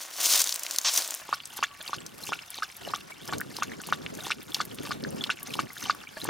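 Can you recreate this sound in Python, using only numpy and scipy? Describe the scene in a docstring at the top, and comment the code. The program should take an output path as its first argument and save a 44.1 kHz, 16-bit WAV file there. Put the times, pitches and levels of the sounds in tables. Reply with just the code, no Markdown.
"""An open field: dry grass swishes and snaps around someone's legs; then, close by, a dog gulps wet food.
Mouth: about three times a second lips slap, the tongue pops free and saliva crackles, as decaying tones
and shaped clicks; these also excite the faintly ringing modes of the bowl.
Straw and grass are random impulses with a spectrum and an envelope; snaps are short resonant noise bursts.
During the meal a light wind flutters on the microphone; filtered noise forms the wind and the air."""
import sys
import numpy as np
from scipy import signal
from scipy.fft import rfft, irfft
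from scipy.io import wavfile

SR = 44100
rng = np.random.default_rng(int(sys.argv[2]) if len(sys.argv) > 2 else 0)


def dump_mix(stems):
    """Bounce the given channels to the path in sys.argv[1] as a 16-bit WAV at rate SR."""
    frames = np.atleast_2d(stems).T  # one column per channel
    limited = np.clip(frames, -1, 1)  # hard clip at full scale
    pcm = np.round(limited * 32767).astype(np.int16)
    wavfile.write(sys.argv[1], SR, pcm)


N = 277475
TIME, FREQ = np.arange(N) / SR, np.fft.rfftfreq(N, 1 / SR)  # s, Hz
FIELD_END_S = 1.213  # the scene changes from the field to the dog's meal
EDGE_HZ = 16100

# Source levels below hold before propagation; the mouth is also high-passed.
# licks, timed at the smack: [t/s, pop level/dB, cavity f/Hz, ring/s, second pop level/dB, suck level/dB,
# spray level/dB (raised 7 dB in use), lip slap level/dB, drag lead/s, squish level/dB, rustle level/dB]
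LICK_EVENTS = [(1.3276, -12.5, 1166, 0.00093, -21.5, -46, -38, -31, 0.03, -44.5, -50),
               (1.6269, -14.5, 1140, .001, -19, -45, -34.5, -32, 0.035, -44.5, -45.5),
               (1.9313, -18, 1157, 0.00096, -28, -49, -40.5, -33, 0.042, -46, -51.5),
               (2.328, -20, 1373, 0.0017, -42, -56, -48.5, -32, 0.041, -43.5, -42),
               (2.6225, -20.5, 1292, 0.0023, -22.5, -49, -40.5, -36.5, .05, -44, -48.5),
               (2.9366, -15.5, 1170, 0.00093, -29, -50, -46.5, -37.5, 0.039, -44, -50),
               (3.3254, -20.5, 1137, .0008, -31, -39.5, -40, -35.5, 0.033, -46.5, -51.5),
               (3.6228, -15, 1220, 0.00085, -22.5, -58, -36.5, -31.5, 0.038, -46, -48.5),
               (3.925, -8.5, 1300, 0.0006, -30, -45, -39, -32, 0.039, -44, -51),
               (4.3047, -17.5, 1363, 0.00062, -38, -41, -35.5, -29, 0.038, -39, -44),
               (4.6031, -14.5, 1247, .0007, -37, -43, -37.5, -36, 0.035, -43.5, -47.5),
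               (4.908, -21, 1178, 0.00063, -20.5, -41, -42, -35, 0.043, -40.5, -47),
               (5.2998, -17, 1465, 0.0011, -42, -55, -33.5, -37, 0.057, -42.5, -50.5),
               (5.591, -13.5, 1177, 0.00086, -33, -47, -36.5, -34, 0.036, -46, -47.5),
               (5.8973, -9.5, 1218, 0.00091, -20.5, -61, -39, -34, 0.055, -40, -44.5),
               (6.2892, -12.5, 1210, 0.0006, -24, -43, -44, -31, 0.039, -41.5, -49)]
# modes of the lips flapping shut: [f/Hz, level/dB relative to the slap, ring/s]
LIP_MODES = [(460, -1, 0.00079), (947, 4, 0.00095)]
# the loudest saliva bubbles and crunches: [t/s, peak level/dB, f/Hz, ring/s]
LOUD_BUBBLES = [(1.4027, -26, 3020, 0.00035), (1.6298, -16.5, 2740, 0.00055),
                (1.6399, -14.5, 1850, 0.00042), (1.984, -31, 2960, 0.00062), (2.2353, -31, 4140, 0.0011),
                (2.2704, -28, 2620, 0.00074), (2.3213, -17.5, 1120, 0.00039), (2.3338, -18, 2550, 0.00045),
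                (2.3906, -25, 2820, 0.00034), (2.8494, -31.5, 2910, 0.0017), (2.8755, -26.5, 660, 0.00094),
                (2.8868, -31.5, 3990, 0.0013), (3.119, -37.5, 2260, 0.0028), (3.4005, -30, 1520, .0013),
                (3.414, -18.5, 1670, 0.00053), (3.718, -30.5, 1910, 0.00076), (3.735, -35, 2200, 0.00088),
                (3.801, -32.5, 1530, .001), (3.837, -31, 2720, 0.00049), (4.0633, -17, 2570, 0.0002),
                (4.2054, -32.5, 3800, .0014), (4.3188, -14, 2520, 0.00054), (4.52, -30, 3450, 0.0007),
                (4.556, -31, 2710, .0006), (4.713, -34, 3130, 0.00078), (4.7866, -22, 3180, 0.00013),
                (5.0386, -20.5, 4500, 0.00017), (5.0486, -24.5, 1630, 0.00075), (5.2092, -25, 3410, 0.0013),
                (5.24, -14, 3280, 0.00034), (5.2944, -18, 1340, 0.00055), (5.303, -14.5, 2730, .00055),
                (5.5055, -32.5, 2490, .0016), (5.5403, -18.5, 3100, 0.00034), (5.7043, -34.5, 2040, .0012),
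                (5.7673, -31, 1630, .00078), (6.0385, -33, 1480, 0.00052), (6.071, -34.5, 2360, 0.0017),
                (6.216, -25.5, 3980, 0.00083)]
# the loudest cracks of food and straw: [t/s, level/dB (lowered 2 dB in use), centre f/Hz]
CRACK_EVENTS = [(1.4552, -31.5, 7000), (1.5695, -32, 11100), (1.8271, -37.5, 10000), (1.8776, -29.5, 4470),
                (2.0641, -32, 5900), (2.2663, -36, 6800), (2.5039, -32.5, 10500), (2.767, -36.5, 11000),
                (2.96, -37, 7000), (3.2772, -34.5, 5700), (3.383, -31.5, 7060), (3.4063, -30.5, 12100),
                (3.5667, -28.5, 5230), (3.8169, -36, 8400), (3.8705, -33.5, 9800), (4.151, -37, 6170),
                (4.263, -41, 10000), (4.4296, -40.5, 12400), (4.5453, -18, 4600), (4.6522, -33.5, 12800),
                (4.7458, -39, 11600), (5.1056, -38, 10100), (5.2386, -28, 4600), (5.4303, -30, 11800),
                (5.5375, -30, 4140), (5.7318, -38.5, 11500), (6.2433, -29, 9700)]
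# the muzzle nudges or grazes the bowl: [t/s, level/dB, extra level/dB of the long mode]
BOWL_KNOCKS = [(1.216, -48, -9), (1.707, -59.5, 20), (1.804, -48, 0), (2.202, -51, -7), (2.872, -52, 3),
               (3.293, -41.5, 3), (4.188, -44, -8), (4.66, -56, 6), (5.42, -52.5, 11), (6.17, -38.5, -3)]
# modes of the bowl: [f/Hz, level/dB, t60/s]
BOWL_MODES = [(635, 2.5, 0.15), (900, -1.5, 0.065), (1140, -8, 0.25), (1690, 8.5, 0.026), (2380, -6, 0.084)]
# the loudest stalks that snap in the field: [t/s, level/dB (lowered 2.5 dB in use), centre f/Hz]
STALK_SNAPS = [(0.3903, -25, 6400), (0.4171, -15, 6200), (0.4415, -20, 6850), (0.4734, -22, 4800),
               (0.4928, -22, 5000), (0.5246, -20, 4800), (0.5427, -25, 8200), (0.559, -25, 6800),
               (0.5945, -28.5, 6200), (0.6342, -24, 6100), (0.6649, -25.5, 2700), (0.7103, -23, 6050),
               (0.7613, -24, 5740), (0.7854, -14, 5750), (0.8142, -30, 6100), (0.8847, -25, 4630),
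               (0.9372, -24, 7900), (1.0217, -27, 5100), (1.0766, -27.5, 7200), (1.1074, -24, 7150),
               (1.1412, -26, 6400), (1.1485, -26, 11200)]
# legs through the grass, two strides: [t/s, level/dB (lowered 4 dB for the brushing)]
LEG_SWISH = [(0, -38.5), (.035, -35), (.088, -48), (.16, -36.5), (.225, -23), (.25, -18), (.275, -20.5),
             (.34, -17), (.385, -21), (.407, -17), (.445, -33), (.49, -30.5), (.615, -42.5), (.65, -40),
             (.72, -32.5), (.81, -40), (.91, -31.5), (.977, -21.5), (1.04, -34), (1.209, -41.5)]
# a foot comes down on stalks: [t/s, level/dB, hold/s]
FOOTSTEPS = [(0.32, -28, 0.03), (0.848, -25, 0.045)]
# wind on the microphone: [t/s, level/dB (raised 2 dB in use)]
WIND_GUSTS = [(1.215, -91), (1.53, -58), (1.7, -65), (1.92, -64), (1.98, -48), (2.18, -54.5), (2.31, -44),
              (2.5, -77), (2.79, -63), (2.84, -49.5), (2.99, -53), (3.08, -57), (3.27, -48.5),
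              (3.35, -37.5), (3.6, -51.5), (3.69, -44.5), (3.82, -50.5), (4.06, -41.5), (4.36, -52),
              (4.55, -50), (4.78, -44.5), (5.06, -42), (5.15, -35.5), (5.38, -55), (5.6, -38),
              (5.75, -64.5), (5.83, -48.5), (6.16, -63.5), (6.284, -35.5)]

# filter for froth and grit in the wet food and spray: [f/Hz, gain/dB]
SALIVA_FILTER = [(300, 17), (800, 0), (1400, 2), (2000, -1.5), (3000, 2.5), (4500, -1), (6500, -2),
                 (8500, -14), (16000, -22)]
SPRAY_FILTER = [(800, -12), (1800, 3), (2800, 5.5), (4200, 4.5), (6000, 1.5), (8000, -8.5), (12000, -21),
                (16000, -30)]
# relative spectra of straw, grass blades, crushed stalks and low bending stems: [f/Hz, level/dB per Hz]
STRAW_SPECTRUM = [(2000, -22), (5000, 1), (7000, -1.5), (10000, 3), (13000, 0.5), (16000, -6)]
GRASS_SPECTRUM = [(60, -68), (130, -65), (250, -37), (450, -24), (1050, -15.5), (1900, -14), (3200, -5.5),
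                  (4500, -3), (6300, 0), (8000, -5.5), (10300, -5.5), (12000, -12.5), (15000, -4),
                  (16500, -34)]
STALK_SPECTRUM = [(300, -23.5), (900, -1), (2000, -5), (3200, 1.5), (6000, 6), (8000, -5), (16000, -36)]
SCUFF_SPECTRUM = [(60, -52), (200, -16), (450, -2.5), (1000, 0.5), (1800, -1.5), (3500, -3.5), (8000, -24)]
# relative spectra of wind turbulence, the breeze's rumble beside the car, and air: [f/Hz, level/dB per Hz]
WIND_SPECTRUM = [(20, -38), (60, -15.5), (120, -2), (220, 1.5), (400, -1), (600, -7.5), (1000, -20.5),
                 (2000, -38), (6000, -53)]
RUMBLE_SPECTRUM = [(20, -27), (50, -7), (110, -3), (200, -7), (400, -56), (2000, -52)]
AIR_SPECTRUM = [(20, -41), (100, -13), (200, -13), (420, -9.5), (940, -1.5), (1460, 0.5), (1960, -4),
                (4500, -13), (7300, -12.5), (11000, -16.5), (15000, -22), (16500, -20)]

# phase by which the left microphone port leads, for wind and for direct sound: [f/Hz, phase/rad]
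WIND_LEAD = [(30, -2), (80, 1.4), (160, 1.46), (300, 2), (700, 2.5)]
DIRECT_LEAD = [(100, 0.45), (2500, 0), (5000, 0.15), (8500, 0.46), (12000, 0), (16000, 0)]
# direct sound, left port minus right: [f/Hz, level/dB]
DIRECT_BALANCE = [(100, 0), (2500, -0.2), (5000, 1), (8500, 2.5), (12000, 3.5), (16000, -1)]
# near blades, side signal against middle: [f/Hz, level/dB]
BLADE_SIDE = [(100, -30), (700, -3), (1300, -18), (2500, -74), (4500, -25), (8500, -12), (12000, -5),
              (16000, -47)]

# the course of every lick: leads before and lags after its smack
TOUCH_LEAD_S, SLAP_LEAD_S, SECOND_POP_S, SPRAY_LAG_S = 0.1233, 0.037, 0.0085, 0.01
SECOND_POP_RATIO = 1.229  # the cavity has shrunk by then
# (rise dB/s, fall dB/s): the tongue lands, drags through food, the mouth settles
TOUCH_SLOPES, DRAG_SLOPES, SETTLE_SLOPES = (1300, 180), (185, 207), (600, 380)
# (rise dB/s, fall dB/s): the muzzle stirs the straw, which then springs back
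RUSTLE_SLOPES, SPRING_SLOPES = (116, 340), (1500, 300)
# wet noise as the tongue lands, as the mouth settles, and between licks
TOUCH_DB, SETTLE_DB, WET_FLOOR_DB = -49.5, -43, -57.5
# straw springing back, and between licks, before a 0.5 dB cut
SPRING_DB, RUSTLE_FLOOR_DB = -50.5, -64
# small bubbles at random in the wake of each smack: median level and pitch, with normal spreads
BUBBLE_DB, BUBBLE_SPREAD_DB, BUBBLE_HZ, BUBBLE_OCTAVES, BUBBLE_RING_S = -40.5, 4, 2380, 0.61, 0.00049
CLUSTER_LAG_S, CLUSTER_JITTER_S, CLUSTER_WIDTH_S = 0.09, 0.024, 0.018
TICK_DB, TICK_HZ = -45, 10100  # faint ticks at random times
LONG_MODE_S = 0.2  # a bowl mode with a longer t60 sings when grazed
# (rise dB/s, fall dB/s) of a step; flattened stalks creak on, at a level relative to the step
STEP_SLOPES, CREAK_DB, CREAK_SLOPES = (3800, 660), -18, (1200, 62)


def smacks():
    """Cavity resonance: lips slap, the tongue pops twice, air sucks through a narrowing gap, saliva sprays."""
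    out, spray_gain = np.zeros(N), np.zeros(N)
    t = np.arange(1800) / SR
    for s, pop_db, hz, ring, second_db, suck_db, spray_db, slap_db, *_ in LICK_EVENTS:
        for lip_hz, lip_db, lip_ring in LIP_MODES:
            add(out, s - SLAP_LEAD_S, gain_of(slap_db + lip_db) * pop(lip_hz, lip_ring))
        add(out, s, gain_of(pop_db) * pop(hz, ring, glide=0.0019))
        add(out, s, gain_of(pop_db - 22) * pop(hz * 2.2, ring * 1.5))  # second cavity mode
        add(out, s + SECOND_POP_S, gain_of(second_db) * pop(hz * SECOND_POP_RATIO, ring))

        # suction: narrow-band noise carried on a rising cavity tone
        noise = rng.standard_normal((len(t), 2)) @ [1, 1j]
        flutter = signal.lfilter([1], [1, -np.exp(-np.pi * 260 / SR)], noise)
        rising = np.exp(2j * np.pi * hz * (t + 6 * t ** 2))
        envelope = np.exp(-((t - 0.0095) / 0.0058) ** 2)
        add(out, s, gain_of(suck_db) * evened((flutter * rising).real * envelope))
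        add(spray_gain, s, gain_of(spray_db + 7) * np.exp(-abs(t - SPRAY_LAG_S) / 0.0073))
    spray = froth(SPRAY_FILTER, per_s=1500, spread_db=3.0, cycles=2.1, hiss=0.25)
    return out + spray_gain * spray


def chewing():
    """Power addition of wet bubble noise as the tongue lands, drags through food and settles."""
    power = gain_of(WET_FLOOR_DB) ** 2
    for s, *_, lead, squish_db, _ in LICK_EVENTS:
        touch = swell(s - TOUCH_LEAD_S, TOUCH_DB, TOUCH_SLOPES)
        drag = swell(s - lead, squish_db, DRAG_SLOPES)
        settle = swell(s + SPRAY_LAG_S, SETTLE_DB, SETTLE_SLOPES)
        power = power + touch ** 2 + drag ** 2 + settle ** 2
    clumps = gain_of(2.8 * slow_chance(130))
    foam = froth(SALIVA_FILTER, per_s=900, spread_db=3.2, cycles=2.1, hiss=0.1)
    grit = coloured(crackle(260, 3), SPRAY_FILTER)
    return np.sqrt(power) * (clumps * foam + grit / 2) * (TIME > FIELD_END_S)


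def bubbles(count=4):
    """Bubble resonance: loud single saliva bursts, and a cluster of small ones after every smack."""
    out = np.zeros(N)
    for s, db, hz, ring in LOUD_BUBBLES:
        add(out, s, gain_of(db) * pop(hz, ring, glide=0.0043))
    for s, *_ in LICK_EVENTS:
        centre = s + CLUSTER_LAG_S + CLUSTER_JITTER_S * rng.standard_normal()
        for late, loud, high in rng.standard_normal((count, 3)):
            bubble = pop(BUBBLE_HZ * 2 ** (BUBBLE_OCTAVES * high), BUBBLE_RING_S)
            gain = gain_of(BUBBLE_DB + BUBBLE_SPREAD_DB * loud)
            add(out, centre + CLUSTER_WIDTH_S * late, gain * bubble)
    return out


def bowl(mouth):
    """Modal resonance: the bowl rings when nudged, and faintly in response to the mouth."""
    t, out = np.arange(SR // 2) / SR, np.zeros(N)
    for hz, db, t60 in BOWL_MODES:
        mode = gain_of(db - 60 * t / t60) * np.sin(2 * np.pi * hz * t)
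        out += gain_of(-60.5) * signal.oaconvolve(mouth, mode)[:N]
        for s, knock_db, sing_db in BOWL_KNOCKS:
            add(out, s, gain_of(knock_db + sing_db * (t60 > LONG_MODE_S)) * mode)
    return out


def straw(count=6):
    """Impulsive friction: dry stems crackle with each push of the muzzle; crisp bits crack and tick."""
    power = gain_of(RUSTLE_FLOOR_DB) ** 2
    for s, *_, lead, _, rustle_db in LICK_EVENTS:
        push = swell(s - lead, rustle_db, RUSTLE_SLOPES)
        spring_back = swell(s + SPRAY_LAG_S, SPRING_DB, SPRING_SLOPES)
        power = power + push ** 2 + spring_back ** 2
    stems = gain_of(2.5 * slow_chance(110)) * coloured(crackle(550, 4.4), STRAW_SPECTRUM)
    rustle = gain_of(-0.5) * np.sqrt(power) * stems * (TIME > FIELD_END_S)
    ticks = [(s, TICK_DB, TICK_HZ) for s in rng.uniform(FIELD_END_S, N / SR, count)]
    cracks = gain_of(-2.0) * snaps(CRACK_EVENTS, decay=0.0012, width=0.25, splinter=0.16)
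    return rustle + cracks + snaps(ticks, decay=0.0012, width=0.25, splinter=0.16)


def grass():
    """Friction and fracture: blades brush past in clumps, brighter when stronger; stalks are crushed and snap."""
    in_field = TIME < FIELD_END_S
    swish = level(LEG_SWISH)
    brushing = swish * gain_of(-4 + 1.85 * slow_chance(100)) * in_field
    middle, side = (coloured(crackle(7000, 3.1), GRASS_SPECTRUM) for _ in range(2))
    side = irfft(rfft(side) * gain_of(read(BLADE_SIDE)), N)
    scuff_gain = gain_of(-29.5) * swish ** 0.45  # grows more slowly than the hiss
    scuff = scuff_gain * coloured(crackle(1500, 5.5), SCUFF_SPECTRUM)

    weight = 0
    for s, db, hold in FOOTSTEPS:
        press = swell(s, db, STEP_SLOPES, hold)
        creak = swell(s, db + CREAK_DB, CREAK_SLOPES, hold)
        weight = weight + np.maximum(press, creak)
    crush = weight * coloured(crackle(6000, 2.5), STALK_SPECTRUM)
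    breaks = gain_of(-2.5) * snaps(STALK_SNAPS, decay=0.00093, width=0.39, splinter=0.067)
    near = brushing * middle + (scuff + crush) * in_field + breaks
    return outdoors(near, scatter_db=-12.0, t60=0.01) + np.outer([1, -1], brushing * side)


def wind():
    """Turbulent pressure: lumpy gusts reach the two ports out of phase, over a rumble common to both."""
    eddies = rfft(coloured(rng.standard_normal(N), WIND_SPECTRUM))
    ports = irfft(eddies * np.exp(0.5j * np.outer([1, -1], read(WIND_LEAD))), N)
    own = np.array([coloured(rng.standard_normal(N), WIND_SPECTRUM) for _ in range(2)])
    lumps = gain_of(3.2 * slow_chance(35) + 2)
    rumble = gain_of(-66.5) * coloured(rng.standard_normal(N), RUMBLE_SPECTRUM)
    return (lumps * level(WIND_GUSTS) * (ports + 0.32 * own) + rumble) * (TIME > FIELD_END_S)


def air():
    """Diffuse noise: the faint, slightly stirring hiss of the field, largely independent at the two ports."""
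    common, left, right = (coloured(rng.standard_normal(N), AIR_SPECTRUM) for _ in range(3))
    stir = gain_of(-65 + 3.7 * slow_chance(38))
    return stir * (common + 3.45 * np.array([left, right]))


def outdoors(x, scatter_db, t60):
    """Propagation and scattering: direct sound just left of centre; ground, stems and car scatter it briefly."""
    balance = gain_of(np.outer([0.5, -0.5], read(DIRECT_BALANCE)))
    lead = np.exp(0.5j * np.outer([1, -1], read(DIRECT_LEAD)))
    direct = irfft(rfft(x) * balance * lead, N)
    t = np.arange(SR // 4) / SR
    decay = np.exp(-np.log(1000) * t / t60) * (t > 0.002)
    taps = rng.standard_normal((3, len(t))) * decay
    tail = taps[0] + 0.21 * taps[1:]  # mostly shared, partly each port's own
    scattered = signal.oaconvolve(x[None], tail / np.linalg.norm(tail[0]), axes=1)[:, :N]
    return direct + gain_of(scatter_db) * scattered


def pop(hz, ring, glide=0):
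    """Damped resonance of an air pocket: a tone swells and dies; a positive glide raises its pitch."""
    t = np.arange(900) / SR
    u = t / ring
    pitch = hz * (1 + glide * (u - 1) / (u + 1))
    return u * np.exp(1 - u) * np.sin(2 * np.pi * np.cumsum(pitch) / SR)


def froth(spectrum, per_s, spread_db, cycles, hiss):
    """Superposed bubble resonances: many tiny bubbles of many sizes burst over a little hiss."""
    pitches = np.geomspace(700, 12000, 30)
    bursts = np.zeros(N)
    for hz in pitches:
        ring = evened(pop(hz, cycles / hz, glide=1 / 20)) * np.sqrt(hz)
        bursts += signal.oaconvolve(crackle(per_s / len(pitches), spread_db), ring)[:N]
    return coloured(evened(bursts) + hiss * rng.standard_normal(N), spectrum)


def snaps(rows, decay, width, splinter):
    """Brittle fracture: a sharp noise burst around its own pitch, with a slower tail of splinters."""
    out, t = np.zeros(N), np.arange(1024) / SR
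    hz = np.fft.rfftfreq(len(t), 1 / SR) + 1
    for s, db, centre in rows:
        envelope = np.exp(-t / decay) + splinter * np.exp(-t / 0.004)
        burst = rng.standard_normal(len(t)) * envelope
        resonance = 1 / (1 + 1j * (hz / centre - centre / hz) / width)
        snap = irfft(rfft(burst) * resonance)
        add(out, s, gain_of(db) * snap / np.std(snap[:128]))
    return out


def crackle(per_s, spread_db):
    """Random impulse process: clicks at chance moments, most small and a few large, at rms 1."""
    size = gain_of(spread_db * np.minimum(rng.exponential(1, N), 4))
    return evened(size * rng.choice([-1, 1], N) * (rng.random(N) < per_s / SR))


def swell(s, db, slopes, hold=0):
    """Exponential growth and decay: a gain reaches db at time s, holds, and falls; slopes in dB/s."""
    rise, fall = slopes
    drop = np.maximum(rise * (s - TIME), fall * (TIME - s - hold))
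    return gain_of(db - np.clip(drop, 0, 120))


def slow_chance(rate_hz):
    """Low-passed noise: a smooth random curve of rms 1."""
    return evened(irfft(rfft(rng.standard_normal(N)) * np.exp(-(FREQ / rate_hz) ** 2), N))


def coloured(x, spectrum):
    """Linear filtering: shapes x by a spectrum table, at rms 1."""
    return evened(irfft(rfft(x) * gain_of(read(spectrum)), N))


def read(points):
    """Logarithmic frequency interpolation: a table read at every frequency."""
    hz, value = np.transpose(points)
    return np.interp(np.log(FREQ + 1), np.log(hz + 1), value)


def level(curve):
    """Level interpolation: a dB curve as an amplitude gain on every sample."""
    return gain_of(np.interp(TIME, *np.transpose(curve)))


def gain_of(db):
    """Decibel law: level to amplitude."""
    return 10 ** (np.asarray(db) / 20)


def evened(x):
    """Power normalisation: scales to rms 1."""
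    return x / np.sqrt(np.mean(x ** 2) + 1e-20)


def add(mix, s, sound):
    """Superposition: adds a sound into the mix at time s."""
    part = mix[max(round(s * SR), 0):][:len(sound)]
    part += sound[:len(part)]


def scene():
    """Superposition of feeding dog, grass, wind and air; a small mouth radiates little bass."""
    bass_cut = signal.butter(2, 260, "high", fs=SR, output="sos")
    mouth = signal.sosfilt(bass_cut, smacks() + chewing() + bubbles())
    dog = outdoors(mouth + bowl(mouth) + straw(), scatter_db=-7.0, t60=0.026)
    return dog + grass() + wind() + air()


def record(dry):
    """Band limitation: the recorder's low-pass filter."""
    low_pass = signal.firwin(511, EDGE_HZ, window=("kaiser", 9), fs=SR)
    return signal.oaconvolve(dry, low_pass[None], "same")


dry = scene()
out = record(dry)
dump_mix(out)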